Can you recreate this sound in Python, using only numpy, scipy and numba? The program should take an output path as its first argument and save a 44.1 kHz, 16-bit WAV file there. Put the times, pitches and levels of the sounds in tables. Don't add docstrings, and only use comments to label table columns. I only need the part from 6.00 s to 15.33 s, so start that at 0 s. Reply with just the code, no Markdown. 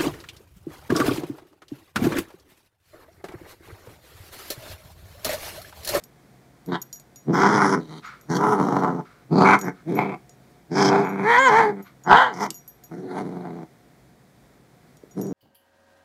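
import sys
import numpy as np
from scipy import signal
from scipy.fft import rfft, irfft
from scipy.io import wavfile
from scipy.ndimage import uniform_filter1d
from numba import njit

SR = 44100
rng = np.random.default_rng(int(sys.argv[2]) if len(sys.argv) > 2 else 0)


def inscribe(sig):
    pcm = np.round(np.clip(np.atleast_2d(sig).T, -1, 1) * 32767)
    wavfile.write(sys.argv[1], SR, pcm.astype(np.int16))


N = 411453

# frequency in Hz, relative density in dB per Hz.
ROOM_SPECTRUM = [(25, -28), (55, -1), (90, -14.5), (130, -2), (390, -8.5), (700, -13), (1100, -17.5),
                 (2200, -19.5), (2800, -29), (3500, -26), (15500, -34.5)]
# centre in Hz, width in Hz of the noise band, rms level in dB.
HUM_LINES = [(130, 2.3, -66), (717, 7.7, -69.5)]
# frequency in Hz, relative level in dB, longest t60 in s.
TAG_MODES = [(5760, 8.5, 0.3), (6770, 13.5, 0.17), (12260, -7, .17), (12445, -2.5, 0.19),
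             (14420, -5, 0.126)]
# start in s, tick drive in dB, low tag ring in dB, high tag ring in dB.
CLINKS = [(0.038, -33.5, -69, -49), (0.661, -43, -73, -52), (0.817, -43, -47.5, -33.5),
          (0.827, -39, -64, -45), (0.9283, -31, -49, -39), (0.958, -41, -60, -50), (0.998, -37.5, -68, -54),
          (1.1592, -38.5, -58, -51), (2.057, -73, -67, -62), (2.2116, -45, -73, -55),
          (3.589, -28, -55, -43), (3.613, -27.5, -49.5, -41), (3.649, -45, -61.5, -43),
          (3.952, -41, -63, -40), (4.294, -39, -67, -65), (5.044, -62, -64, -56),
          (5.0909, -68.5, -63, -47.5), (5.8257, -49, -75, -49), (6.0367, -46.5, -57, -55),
          (6.5044, -16, -63, -42), (6.5441, -49, -53, -37), (6.6777, -44.5, -64, -40.5),
          (6.8376, -43, -65, -47), (8.97, -45.5, -73, -64), (9.111, -56.5, -68.5, -62),
          (9.214, -37, -52.5, -37), (9.267, -39, -60, -57)]
# time in s, throat level in dB, mouth over throat in dB before surges, mean pitch in Hz.
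GROWLS = [
    [(0.688, -27.5, -23, 176.6), (0.733, -24.5, -4.5, 171.5), (0.758, -30, 3.5, 170.5)],
    [(1.287, -20, -58, 159.1), (1.347, -22, 2.5, 174), (1.412, -19, 2, 192.1), (1.532, -22.5, 3, 206.2),
     (1.746, -21, -1, 183.8), (1.786, -28, -16, 155.5), (1.846, -44.5, -7, 152), (1.99, -40.5, -5, 155)],
    [(2.305, -23.5, -7.5, 164.5), (2.39, -23.5, 3.5, 208.6), (2.52, -23, 5, 212.1),
     (2.57, -22.5, -1.5, 190.7), (2.794, -23.5, -3, 186.6), (3.004, -29, -10.5, 168)],
    [(3.322, -18, -16, 165.2), (3.417, -15, -8, 196.4), (3.537, -21, 6.5, 199.4), (3.6, -40.5, -6.5, 190),
     (3.675, -22, -5.5, 181.7), (3.702, -33, -4, 182.7)],
    [(3.876, -26.5, -14, 165), (3.956, -23, -14, 195.4), (3.996, -25, 6.5, 201.6), (4.09, -29, -7, 199.8),
     (4.146, -35.5, -0.5, 163.6)],
    [(4.719, -26.5, -10.5, 172.4), (4.8, -19.5, -1.5, 192.7), (4.98, -19.5, -0.5, 202.5),
     (5.03, -21.5, -3, 201), (5.07, -31.5, -2, 179.2), (5.13, -30.5, -6.5, 193.2), (5.22, -26, -3, 186.6),
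     (5.3, -22.5, 7, 237.8), (5.36, -29.5, 18, 238), (5.402, -23.5, 7.5, 264.7), (5.44, -24, 7.5, 271.1),
     (5.474, -22, 9.5, 252.2), (5.512, -25, 8.5, 207.1), (5.59, -22, 9, 229.8), (5.7, -24, -6.5, 203),
     (5.75, -37.5, -10.5, 201.5), (5.81, -36.5, -8, 192)],
    [(6.076, -28, 4.5, 178.8), (6.121, -20, 9, 194), (6.168, -28, 15, 241.8), (6.22, -38, 25, 270.7),
     (6.3, -39, 9, 233), (6.325, -40, 3.5, 188.2), (6.37, -40, 0.5, 168), (6.425, -26.5, 0.5, 217.6),
     (6.465, -39.5, 7.5, 189), (6.515, -42, -56, 160.1)],
    [(6.919, -37, -9, 161.7), (7.054, -32.5, -23.5, 185.6), (7.189, -32, 3.5, 195.7),
     (7.24, -31.5, -11.5, 189.5), (7.638, -38.5, -10.5, 161.5)],
    [(9.174, -27, -22, 190.4), (9.33, -30.5, -39, 182.2)],
]
# start in s, roughness 0-1, in-between pulse 0-1,
# base mouth resonance in Hz, second in Hz, second level in dB, third level in dB, base rasp in Hz,
# base rasp level in dB, mean lip hiss in dB.
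JAWS = [(0.6, 0.85, .4, 970, 1570, -6, -11, 3780, -13, -21),
        (1.2, 0.85, .45, 946, 1426, -3, -10, 5472, -17.5, 3.5),
        (1.8, 0.8, .15, 917, 1350, -7, -6.5, 3950, -1, -6),
        (2.2, 0.85, .3, 946, 1570, -6.5, -10.5, 4630, -7.5, 7.5),
        (2.38, 0.7, .6, 924, 1346, -6, -19, 4600, -29.5, 16.5),
        (2.55, 0.9, .3, 847, 1310, -7, -19.5, 4160, -22, 7),
        (3.2, 0.92, .35, 849, 1310, -7.5, -22, 4490, -11, -8),
        (3.45, 0.86, .45, 934.4, 1420, -5.5, -4.5, 4730, -18.5, 3),
        (3.58, 0.86, .3, 874.6, 1607, -3, -7, 3933, -24, 10.5),
        (3.8, 0.77, .6, 751.3, 1617, -20, -9, 3418, -14, 6),
        (3.96, 0.87, .4, 831.5, 1322, -19, -4.5, 3234, -38, 14),
        (4.6, 0.75, .55, 863.7, 1570, -6.5, -10.5, 5217, -8.5, -8.5),
        (4.9, 0.61, .7, 800.4, 1530, -15, -14, 5080, -24.5, -1),
        (5.05, 0.77, .25, 864.6, 1500, -8, -4.5, 4664, -32, 8.5),
        (5.24, 0.16, .85, 945.6, 1773, -3.5, -7, 4218, -16.5, -1),
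        (5.38, 0.02, .8, 952.7, 1620, -3.5, -8, 7500, -9.5, -5.5),
        (5.49, 0.3, 0.85, 879, 1692, -9.5, -10.5, 4700, -24, 2.5),
        (5.72, 0.5, .1, 850, 1450, -7.5, -4.5, 4700, -39, 0.5),
        (6.0, 0.65, .6, 846.4, 1500, -5.5, -17, 5508, -22.5, -9.5),
        (6.16, 0.34, .6, 827, 1537, -5.5, -12.5, 4574, -8, -11),
        (6.33, 0.78, .35, 853, 1400, -13, -8, 5507, -13.5, 13.5),
        (6.8, 0.75, .5, 748, 1436, -8, -10, 4265, -18, 7),
        (7.03, 0.6, .8, 755.6, 1423, -4, -10, 4140, -11, -1),
        (7.13, 0.8, .3, 776, 1506, -20, -13.5, 4070, -21.5, 4.5),
        (9.0, 0.89, .3, 762.5, 1523, -20, -19, 4166, -6, 16.5)]
# time in s, swallowed frequency in Hz, open-mouth ring above it in Hz.
POCKET = [(1.5, 2670, 3274), (2.9, 2570, 3387), (3.35, 2936, 3271), (3.65, 2747, 3294), (4.1, 2880, 3120),
          (5.3, 2812, 3216), (6.1, 2647, 3073)]
# frequency in Hz, width in Hz of each of two stages, relative level in dB.
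THROAT_MODES = [(162.5, 160, 12.5), (398, 388, 3)]
# frequency in Hz, width in Hz of each of two stages, relative level in dB.
LIP_MODES = [(5690, 1600, -8.5), (9600, 1900, -17), (13100, 3000, -23)]
MOUTH_WIDTHS_HZ = (444, 444, 370)
# width in Hz of each of two stages, relative level in dB.
GAPE = (460, 0)
# time in s, level in dB.
PANTS = [
    [(2.02, -54), (2.05, -38), (2.15, -49.5), (2.25, -69)],
    [(3.05, -52.5), (3.25, -65)],
    [(3.75, -58), (3.8, -57), (3.83, -66)],
    [(5.84, -64), (5.87, -48), (5.93, -66)],
]
# frequency in Hz, width in Hz of each of two stages, relative level in dB.
PANT_MODES = [(1340, 500, 14.5), (2190, 590, 3.5), (3740, 2700, -4)]
# start in s, envelope peak in dB, frequency in Hz.
THUMPS = [(9.03, -32.5, 393)]

ROOM_DB = -56.5
CLINK_SCATTER_DB = 1
SHORTEST_RING_SHARE = .45
ATTACK_S, RELEASE_S, SILENT_DB = 0.042, 0.041, -43.5
ONSET_PITCH_RATIO = .85
JAW_MOVE_S = 0.021
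SETTLE_S, FIRST_BEATS_SHARE = .07, .35
PITCH_WOBBLE = .03
FLOW_JITTER, WEAK_CLOSING = .7, .8
SURGE_DB = 3.5
MOUTH_RISE_HZ_PER_DB = 1
RASP_DB_PER_MOUTH_DB, RASP_DROP_HZ_PER_DB = 0.8932, 86
GAPE_DB_PER_MOUTH_DB = 1.02
THIRD_UNDER_POCKET_HZ = 620
NOSE_DIP_HZ, NOSE_DIP_WIDTH_HZ, SMALL_CHEST_HZ = 556.3, 110, 131
ECHO_T60_S, ECHO_DB = 0.17, -17
MIC_LOW_HZ, TOP_HZ = 110, 15600


def undb(db):
    return 10 ** (np.asarray(db) / 20)


@njit
def svf(x, hz, width_hz):
    y, b, l = np.empty(len(x)), 0., 0.
    for i in range(len(x)):
        g, k = np.tan(np.pi * hz[i] / SR), width_hz / hz[i]
        v = (b + g * (x[i] - l)) / (1 + g * (g + k))
        b, l, y[i] = 2 * v - b, l + 2 * g * v, k * v
    return y


def band(x, hz, width_hz):
    return svf(x + 1e-18, hz + np.zeros(N), 1. * width_hz)


def body(x, modes):
    out = 0
    for k, (hz, width_hz, db) in enumerate(modes):
        out = out + (-1) ** k * undb(db) * band(band(x, hz, width_hz), hz, width_hz)
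    return out


def even(x, window_s=N / SR):
    return x / np.sqrt(uniform_filter1d(x ** 2, int(window_s * SR)) + 1e-18)


def walk(rate):
    once = uniform_filter1d(rng.standard_normal(N), SR // rate)
    return even(uniform_filter1d(once, SR // rate))


def along(rows):
    s, *cols = np.transpose(rows)
    return [np.interp(np.arange(N) / SR, s, c) for c in cols]


def held(rows):
    rows = np.array(rows)
    k = np.maximum(np.searchsorted(rows[:, 0], np.arange(N) / SR) - 1, 0)
    return uniform_filter1d(rows[k, 1:].T, int(JAW_MOVE_S * SR), axis=1)


def columns(tables):
    t = np.arange(N) / SR
    gate = sum((t > table[0][0]) & (t < table[-1][0]) for table in tables)
    return uniform_filter1d(1. * gate, 400), along(np.concatenate(tables))


def room():
    f = np.arange(N // 2 + 1) * SR / N + 1
    hz, db = np.transpose(ROOM_SPECTRUM)
    shape = undb(np.interp(np.log(f), np.log(hz), db))
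    air = irfft(rfft(rng.standard_normal(N)) * shape, N)
    swell = undb(0.5 * walk(rate=7))
    hum = sum(undb(d) * even(band(rng.standard_normal(N), h, w)) for h, w, d in HUM_LINES)
    return undb(ROOM_DB) * even(air) * swell + hum


def tag_rings(starts):
    out = np.zeros(N + SR)
    hz, mode_db, t60_s = np.transpose(TAG_MODES)[:, :, None]
    turns = rng.random((len(CLINKS), len(TAG_MODES), 1))
    favour_db = CLINK_SCATTER_DB * rng.standard_normal(turns.shape)
    ring_share = SHORTEST_RING_SHARE + (1 - SHORTEST_RING_SHARE) * turns[:, 2]
    for k, (_, _, low_db, high_db) in enumerate(CLINKS):
        t = np.arange(min(starts[k + 1] - starts[k], SR // 2)) / SR
        db = mode_db + np.where(hz < 8000, low_db, high_db) + favour_db[k]
        db = db + 4 * np.sin(2 * np.pi * (14 * t + 3 * turns[k]))
        decay = undb(db - 60 * t / (t60_s * ring_share[k]))
        ring = np.sum(decay * np.sin(2 * np.pi * (hz * t + turns[k])), axis=0)
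        out[starts[k]:starts[k] + len(t)] += ring
    return out[:N]


def tag_ticks(starts):
    hits = np.zeros(N)
    hits[starts[:-1]] = undb(np.array(CLINKS)[:, 1])
    decay = signal.lfilter([1], [1, -np.exp(-1 / (0.0032 * SR))], hits)
    ticks = decay * rng.standard_normal(N)
    return band(band(ticks, 6300, 8000), 6300, 8000)


def tags():
    starts = [int(row[0] * SR) for row in CLINKS] + [N]
    return tag_rings(starts) + tag_ticks(starts)


def efforts():
    def edge(row, shift_s, pitch_ratio):
        return (row[0] + shift_s, row[1] + SILENT_DB, row[2], pitch_ratio * row[3])
    return [[edge(g[0], -ATTACK_S, ONSET_PITCH_RATIO)] + list(g) + [edge(g[-1], RELEASE_S, 1)]
            for g in GROWLS]


def folds(pitch_hz, set_rough, weak):
    t = np.arange(N) / SR
    starts = np.array([g[0][0] - ATTACK_S for g in GROWLS])
    since = t - starts[np.maximum(np.searchsorted(starts, t) - 1, 0)]
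    settled = np.interp(since, [0, SETTLE_S], [FIRST_BEATS_SHARE, 1])
    rough = np.clip(set_rough, 0, 1) * settled
    second = np.clip(weak, 0, 1) * settled
    cycles = np.cumsum(pitch_hz * (1 + PITCH_WOBBLE * rough * walk(rate=14))) / SR
    beat = np.arange(1, 2 * cycles[-1] - 2)
    r = np.interp(beat / 2, cycles, rough)
    chance = np.clip(rng.standard_normal((len(beat), 4)).T, -2, 1.3)
    chance = chance - chance.mean(axis=1, keepdims=True)
    drift = signal.lfilter([1], [1, -.9], chance[2])
    stretch = np.tanh(.5 * signal.lfilter([1], [1, -.93], chance[3]))
    limp = r * np.cos(np.pi * beat / 2) * stretch
    slip = r * (.075 * chance[0] + .055 * drift)
    trains = np.zeros((2, N + 1))
    for train, scatter_db, jitter, soft in zip(trains, (3, 4.5), (FLOW_JITTER, 1), (1, WEAK_CLOSING)):
        at = np.interp(beat / 2 + jitter * slip + .13 * limp, cycles, t)
        size = np.where(beat % 2, soft * np.interp(at, t, second), 1) * (1 + .55 * limp)
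        size = size * undb(scatter_db * r * chance[1])
        i = np.minimum(at * SR, N - 1)
        np.add.at(train, i.astype(int), size * (1 - i % 1))
        np.add.at(train, i.astype(int) + 1, size * (i % 1))
    return trains[0, :N], trains[1, :N], rough


def rasp_and_hiss(air, rasp_hz, lips_db, gape_hz, mouth_db):
    out = band(band(air, rasp_hz, 900), rasp_hz, 1200)
    for mode in LIP_MODES:
        out = out + undb(lips_db + 4.2 * walk(rate=8)) * body(air, [mode])
    gape_db = GAPE_DB_PER_MOUTH_DB * np.clip(mouth_db, -15, 8)
    return out + undb(gape_db) * body(air, [(gape_hz, *GAPE)])


def growls():
    gate, (throat_db, mouth_db, pitch_hz) = columns(efforts())
    (set_rough, weak, mouth_hz, second_hz, second_db, third_db,
     rasp_hz, rasp_db, lips_db) = held(JAWS)
    pocket_hz, gape_hz = along(POCKET)
    rasp_db = rasp_db + RASP_DB_PER_MOUTH_DB * mouth_db
    mouth_hz = mouth_hz + MOUTH_RISE_HZ_PER_DB * np.maximum(mouth_db, -10)
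    rasp_hz = rasp_hz - RASP_DROP_HZ_PER_DB * np.maximum(mouth_db, 0)

    flow, closings, rough = folds(pitch_hz, set_rough, weak)
    puff = signal.lfilter([1], [1, -np.exp(-1 / (0.0034 * SR))], closings)
    hiss = rough * puff * rng.standard_normal(N)
    source = closings + 0.07 * hiss

    throat = even(body(flow, THROAT_MODES), 0.19)
    mouth_centres_hz = (mouth_hz, second_hz, pocket_hz - THIRD_UNDER_POCKET_HZ)
    mouth = body(source, zip(mouth_centres_hz, MOUTH_WIDTHS_HZ, (0, second_db, third_db)))
    surge_db = SURGE_DB * rough * walk(rate=20)
    voiced = throat + undb(mouth_db + surge_db) * even(mouth, 0.58)
    voiced = voiced - 1.6 * rough * band(voiced, NOSE_DIP_HZ, NOSE_DIP_WIDTH_HZ)

    rasp = rasp_and_hiss(source + 0.4 * hiss, rasp_hz, lips_db, gape_hz, mouth_db)
    voice = voiced + undb(rasp_db) * even(rasp, 0.42)
    for _ in range(2):
        voice = voice - band(voice, pocket_hz, 380)
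    chest = signal.butter(6, SMALL_CHEST_HZ, "high", fs=SR, output="sos")
    return gate * undb(throat_db) * signal.sosfilt(chest, voice)


def pants():
    gate, (db,) = columns(PANTS)
    return gate * undb(db) * even(body(rng.standard_normal(N), PANT_MODES))


def paws():
    t = np.arange(N) / SR
    out = np.zeros(N)
    for start_s, db, hz in THUMPS:
        envelope = np.exp(-((t - start_s - .008) / 0.0016) ** 2)
        out += undb(db) * envelope * np.sin(2 * np.pi * hz * (t - start_s))
    return out


def wall_echo(near):
    t = np.arange(SR // 2) / SR
    dull = signal.lfilter([.3], [1, -.7], rng.standard_normal(len(t)))
    echo = dull * undb(-60 * t / ECHO_T60_S) * (t > .006)
    return undb(ECHO_DB) * signal.fftconvolve(near, echo / np.sqrt(np.sum(echo ** 2)))[:N]


def scene():
    near = tags() + growls() + pants() + paws()
    return (near + wall_echo(near) + room())[None]


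def record(dry):
    low = signal.butter(2, MIC_LOW_HZ, fs=SR, output="sos")
    x = dry[0] - 1.3 * signal.sosfilt(low, dry[0])
    x = 1.042 * np.tanh(x / 1.053)
    top = signal.ellip(10, .2, 70, TOP_HZ, fs=SR, output="sos")
    return signal.sosfilt(top, x)[None]


dry = scene()
out = record(dry)
inscribe(out)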